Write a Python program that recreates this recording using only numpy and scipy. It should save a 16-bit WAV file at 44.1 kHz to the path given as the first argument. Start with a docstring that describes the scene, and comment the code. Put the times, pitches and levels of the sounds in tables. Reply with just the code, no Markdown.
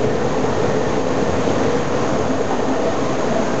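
"""A dense, booming rumble fills the cabin of a slowly climbing rack railcar. Countless small contacts of wheels
and cog excite the car body, and the cabin air and panels resonate at their natural frequencies. The gears hum
and the drive whines over a low shaft drone, a narrow hiss throbs high above, cog teeth knock at uneven
intervals, and two metal fittings rattle. Brief rings, clatter, bass swells, a thump, a clink and a faint squeak
come and go."""
import sys
import numpy as np
from scipy import signal
from scipy.fft import rfft, irfft
from scipy.io import wavfile
from scipy.ndimage import uniform_filter1d

SR = 44100
rng = np.random.default_rng(int(sys.argv[2]) if len(sys.argv) > 2 else 0)


def int16_out(signal):
    """Quantize to a 16-bit WAV file."""
    q = np.round(np.clip(np.atleast_2d(signal).T, -1, 1) * 32767)
    wavfile.write(sys.argv[1], SR, q.astype(np.int16))


N = 158760
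TIME, FREQS = np.arange(N) / SR, np.fft.rfftfreq(N, 1 / SR)

# Levels are relative within each source. Shaft drone: t/s, f/Hz, level/dB
SHAFT_DRONE = [(0, 44.8, -44.5), (1.939, 46, -47), (2.5, 43.7, -49), (3.05, 43.8, -46), (3.6, 43.3, -48)]
# Bursts of band noise: centre t/s, duration/s, f/Hz, bandwidth per stage/Hz, level/dB
NOISE_BURSTS = [(0.357, 0.093, 740, 250, -33), (0.492, 0.15, 760, 249, -27.5),
                (1.403, 0.27, 87.3, 24.8, -35), (1.494, .015, 3080, 900, -34), (2.252, .3, 89, 30.2, -36),
                (2.526, 0.059, 790, 450, -21.5), (2.754, .7, 778, 300, -31.5),
                (2.524, 0.083, 2800, 1500, -48)]
# Short decaying tones: onset t/s, f/Hz, level/dB, attack/s, T60/s
DECAYING_TONES = [(.04, 127, -13.5, 0.023, 0.2), (1.473, 300, -6, .004, 0.038),
                  (1.946, 477, -7.5, .01, 0.077), (2.305, 257, -15.5, 0.011, 0.13),
                  (2.505, 800, -15, .006, .07), (2.862, 655, -13, 0.014, 0.15),
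                  (3.017, 270, -12, 0.0048, 0.1), (3.297, 222, -12.5, 0.011, 0.15),
                  (3.352, 665, -12, .012, 0.15), (3.385, 245, -11.5, .01, 0.11),
                  (3.456, 1580, -34, 0.018, 1)]
# Resonances of two rattling fittings: f/Hz, bandwidth/Hz, level/dB
RATTLE_RESONANCES = [(1059, 78, -4), (1824, 40, -1.5)]
# Their envelopes: t/s, lower level/dB, upper level/dB
RATTLE_LEVELS = [(0.0, -38, -49), (0.06, -47, -38.5), (0.38, -40, -39.5), (0.87, -39, -38),
                 (0.97, -31.5, -41.5), (1.5, -36, -42.5), (1.53, -42, -50), (1.6, -31, -37),
                 (1.69, -33, -46), (1.83, -29.5, -46), (2.87, -42, -41), (3.08, -29, -48.5),
                 (3.34, -40, -40), (3.36, -36, -35), (3.42, -42, -52), (3.6, -38, -45)]
# Envelopes of the drive tones: t/s, gear level/dB, motor level/dB, lower whine level/dB
DRIVE_LEVELS = [(0.0, -28, -43, -22), (0.05, -33, -23, -21), (0.09, -47, -31.5, -21.5),
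                (0.27, -30.5, -21.5, -29), (0.31, -27, -35, -26.5), (0.71, -33, -25, -29.5),
                (0.77, -27, -24, -18), (0.81, -40, -40, -26.5), (0.9, -48, -33, -32), (0.98, -27, -36, -24),
                (1.03, -34.5, -40, -43), (1.08, -24, -24, -25), (1.14, -26, -27, -31),
                (1.19, -25, -33, -25), (1.39, -33, -26, -41), (1.48, -25, -31, -30),
                (1.51, -32.5, -43, -35), (1.66, -23, -39, -22), (1.75, -27.5, -20, -25),
                (1.81, -42, -31, -40.5), (1.97, -44, -31, -29.5), (2.15, -28.5, -32, -39),
                (2.21, -26, -35, -20.5), (2.25, -29, -36, -39), (2.42, -26.5, -27, -26),
                (2.46, -33.5, -36, -31), (2.53, -20.5, -25, -32), (2.58, -33.5, -38, -31),
                (2.72, -20.5, -32, -27), (2.84, -43, -26, -34), (3.09, -26.5, -40.5, -34.5),
                (3.47, -39.5, -34, -32.5), (3.56, -24, -38, -33), (3.6, -40, -38, -35)]
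# Cog tooth impacts: t/s, level/dB, thud level re impact/dB
TOOTH_IMPACTS = [(0.044, -12.5, -12), (0.167, -12, -9), (0.219, -16, -8), (0.323, -13, -10),
                 (0.442, -9, -9), (0.569, -10, -10), (0.6, -9.5, -15), (0.644, -15, -14), (0.719, -14, -10),
                 (0.868, -9.5, -11), (0.977, -11, -6), (1.068, -9.5, -13.5), (1.082, -15.5, -2),
                 (1.198, -8, -11), (1.228, -7, -11), (1.295, -10, -14), (1.475, -10, -9),
                 (1.617, -11.5, -5), (1.662, -13.5, -3), (1.95, -13.5, -11), (2.189, -13, -5),
                 (2.324, -15, -3), (2.409, -12, -6), (2.492, -12.5, -7), (2.629, -13, -10),
                 (2.858, -10, -14), (3.016, -25, 1), (3.537, -11.5, -12)]
# Modes of the frame: f/Hz, level/dB, T60/s
FRAME_MODES = [(446, -4.5, 0.072), (484, -3.5, 0.06), (910, -15, 0.014), (3200, -23.5, .015)]
# Modes of the cabin air (low, high) and of the panels: f/Hz, bandwidth/Hz, level/dB
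LOW_CABIN_MODES = [(422.8, 16, -15), (459.3, 21, -12), (514, 22, -13.5)]
HIGH_CABIN_MODES = [(650, 29, -4)]
PANEL_MODES = [(134.4, 15, -35.5), (243.4, 29, -35), (362.7, 19, -37), (529, 4.6, -37), (829, 24, -42)]
# Noise envelopes: t/s, rumble level/dB, low boom level/dB, high boom level/dB, hiss level/dB
RIDE_LEVELS = [(0.03, -20.5, -22, -22, -37), (0.09, -23, -18, -29, -45), (0.3, -20.5, -20, -38, -36.5),
               (0.31, -19.5, -22.5, -37, -37), (0.7, -20, -24, -47, -38), (0.74, -22.5, -12, -38, -37),
               (0.84, -21, -34, -36, -37), (0.96, -19.5, -14, -39, -38), (1.03, -22, -43, -43, -36),
               (1.07, -20.5, -18, -49, -38), (1.18, -19, -42, -34, -38), (1.19, -19.5, -22.5, -23.5, -38),
               (1.55, -18.5, -34, -38, -37), (1.68, -19.5, -20, -39, -38.5), (1.88, -20.5, -36, -30.5, -37),
               (1.94, -18, -33, -31, -40), (2.07, -18, -33, -27, -36.5), (2.84, -20.5, -25.5, -25.5, -37.5),
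               (2.87, -20.5, -19, -17, -40), (2.98, -20, -36, -29.5, -36.5), (3.41, -19.5, -47, -25, -34),
               (3.57, -21.5, -23, -26.5, -35.5)]
# Response of the car body to rolling contact: f/Hz, level/dB
BODY_RESPONSE = [(20, -39), (30, -21), (42, -24), (60, -15), (90, -5.5), (125, -4), (173, -5), (256, -4.5),
                 (386, -8.5), (474, -3.5), (570, -8.5), (658, -9), (980, -14), (2350, -27), (5550, -35.5),
                 (6100, -32), (7000, -38), (8500, -40.5)]
# Treble loss on the way to the listener: f/Hz, level/dB
TREBLE_LOSS = [(7450, 0), (7700, -5), (7950, -15), (8150, -26), (8300, -32)]

CONTACTS_PER_S = 12000
HISS_HZ, TOOTH_HZ = 6590, 9.6
GEAR_HZ, MOTOR_HZ, WHINE_HZ = 264.2, 485.5, 431.5
BASS_HZ, BASS_DB_PER_S = 200, -2
TREBLE_HZ, TREBLE_DB_PER_S = 2000, 0.1


def undb(db):
    """Amplitude ratio of a level in dB."""
    return 10 ** (np.asarray(db) / 20)


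def unit(x):
    """Normalisation to rms 1."""
    return x / np.sqrt(np.mean(x ** 2))


def envelope(table, column):
    """Gain over time, interpolated linearly in dB."""
    rows = np.array(table)
    return undb(np.interp(TIME, rows[:, 0], rows[:, column]))


def drift(rate_hz):
    """Slow fluctuation: random steps smoothed by two moving averages."""
    hold = int(SR / rate_hz)
    steps = np.repeat(rng.standard_normal(N // hold + 1), hold)
    return 1.27 * uniform_filter1d(uniform_filter1d(steps, hold), hold)[:N]


def contacts():
    """Broadband excitation: shot noise of tiny, uneven steel contacts over weaker white noise."""
    hits = rng.random(N) < CONTACTS_PER_S / SR
    strength = rng.standard_normal(N) * undb(rng.exponential(size=N))
    return hits * strength + 0.37 * rng.standard_normal(N)


def resonate(x, hz, width_hz, stages=1):
    """Forced response of identical second-order resonators in cascade, at rms 1."""
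    for _ in range(stages):
        x = unit(signal.lfilter(*signal.iirpeak(hz, hz / width_hz, fs=SR), x))
    return x


def driven_modes(modes):
    """Modal superposition, each mode driven by its own contact noise."""
    return sum(undb(db) * resonate(contacts(), hz, width) for hz, width, db in modes)


def damped_mode(t, hz, db, t60):
    """Free vibration: a sinusoid that falls 60 dB in t60 seconds."""
    return undb(db - 60 * t / t60) * np.sin(2 * np.pi * hz * t)


def tone(hz, wander):
    """Sinusoid of rms 1 with random frequency modulation of relative depth wander."""
    cycles = np.cumsum(hz * (1 + wander * drift(6))) / SR
    return np.sqrt(2) * np.sin(2 * np.pi * (cycles + rng.random()))


def shaft():
    """Periodic forcing by the turning shaft gives a low drone whose pitch sags slightly."""
    times, hz, _ = np.array(SHAFT_DRONE).T
    return tone(np.interp(TIME, times, hz), wander=.003) * envelope(SHAFT_DRONE, 2)


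def throbbing_hiss():
    """Amplitude modulation: a narrow band of hiss near 6.6 kHz throbs at the rack tooth rate."""
    throb = 1 + 0.12 * tone(TOOTH_HZ, wander=0.071)
    hiss = resonate(rng.standard_normal(N), HISS_HZ, width_hz=740, stages=4)
    return hiss * throb * envelope(RIDE_LEVELS, 4) * undb(-9)


def noise_bursts():
    """Band-limited noise under Gaussian envelopes: clatter, a clink and low bass swells."""
    out = np.zeros(N)
    for centre, duration, hz, width, db in NOISE_BURSTS:
        swell = undb(db) * np.exp(-(2 * (TIME - centre) / duration) ** 2)
        out += swell * resonate(contacts(), hz, width, stages=2)
    return out


def decaying_tones():
    """Damped oscillation after a linear attack: a low thump, brief rings and a faint squeak."""
    out = np.zeros(N)
    for onset, hz, db, attack, t60 in DECAYING_TONES:
        age = np.maximum(TIME - onset, 0)
        out += np.minimum(age / attack, 1) * damped_mode(age, hz, db, t60)
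    return out


def rattling_fittings():
    """Forced vibration: contact noise makes two metal fittings ring by turns."""
    return sum(driven_modes([mode]) * envelope(RATTLE_LEVELS, column)
               for column, mode in enumerate(RATTLE_RESONANCES, start=1))


def drive_tones():
    """Periodic forces in gear mesh and motor radiate a flickering hum and a wavering double whine."""
    hum = tone(GEAR_HZ, wander=.004) * envelope(DRIVE_LEVELS, 1) * undb(-1.5 + 2.5 * drift(25))
    motor = tone(MOTOR_HZ, wander=.006) * envelope(DRIVE_LEVELS, 2) * undb(-2)
    whine = tone(WHINE_HZ, wander=.015) * envelope(DRIVE_LEVELS, 3) * undb(-3.5)
    return hum + motor + whine


def cog_knocks():
    """Impulse response: each tooth impact excites the frame modes and a thud of its own strength."""
    t, out = np.arange(SR // 10) / SR, np.zeros(N + SR)
    frame = sum(damped_mode(t, *mode) for mode in FRAME_MODES)
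    for onset, db, thud_db in TOOTH_IMPACTS:
        start = int(onset * SR)
        thud = damped_mode(t, hz=256, db=thud_db, t60=.04)
        out[start:start + len(t)] += undb(db - 3) * (frame + thud)
    return out[:N]


def cabin_boom():
    """Resonance at fixed frequencies: the enclosed air booms in swells, the panels ring steadily."""
    low = driven_modes(LOW_CABIN_MODES) * envelope(RIDE_LEVELS, 2)
    high = driven_modes(HIGH_CABIN_MODES) * envelope(RIDE_LEVELS, 3)
    return low + high + driven_modes(PANEL_MODES)


def rolling_rumble():
    """Source and filter: the car body colours the contact noise of wheels and rack."""
    hz = np.maximum(FREQS, 1)
    body_hz, body_db = np.array(BODY_RESPONSE).T
    spectrum = rfft(contacts()) * undb(np.interp(np.log(hz), np.log(body_hz), body_db))
    half_octaves = np.maximum(2 * np.log2(hz / 30), 0)
    swell_db, out = -0.86 * drift(3.3), np.zeros(N)
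    for k in range(18):  # half-octave bands swell together and flicker independently
        centre_hz = 30 * 2 ** (k / 2)
        band = irfft(spectrum * np.clip(1 - abs(half_octaves - k), 0, 1), N)
        flicker_db = (1.0 if centre_hz < TREBLE_HZ else .3) * drift(9.06)
        # the bass thins with time and the treble grows a little
        db_per_s = BASS_DB_PER_S * (centre_hz < BASS_HZ) + TREBLE_DB_PER_S * (centre_hz > TREBLE_HZ)
        out += band * undb(swell_db + flicker_db + db_per_s * TIME)
    return unit(out) * envelope(RIDE_LEVELS, 1) * undb(-1)


def scene():
    """Linear superposition of all sources in one channel."""
    sustained = rolling_rumble() + rattling_fittings() + cabin_boom() + throbbing_hiss() + drive_tones()
    return (sustained + shaft() + cog_knocks() + decaying_tones() + noise_bursts())[None]


def record(dry):
    """Low-pass filtering softens the treble and cuts the top; a constant offset is added."""
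    softened = irfft(rfft(dry) * undb(np.interp(FREQS, *np.array(TREBLE_LOSS).T)), N)
    cutoff_hz, offset = 8260, -.0712
    low_pass = signal.ellip(14, .2, 60, cutoff_hz, fs=SR, output="sos")
    return signal.sosfilt(low_pass, softened) + offset


dry = scene()
out = record(dry)
int16_out(out)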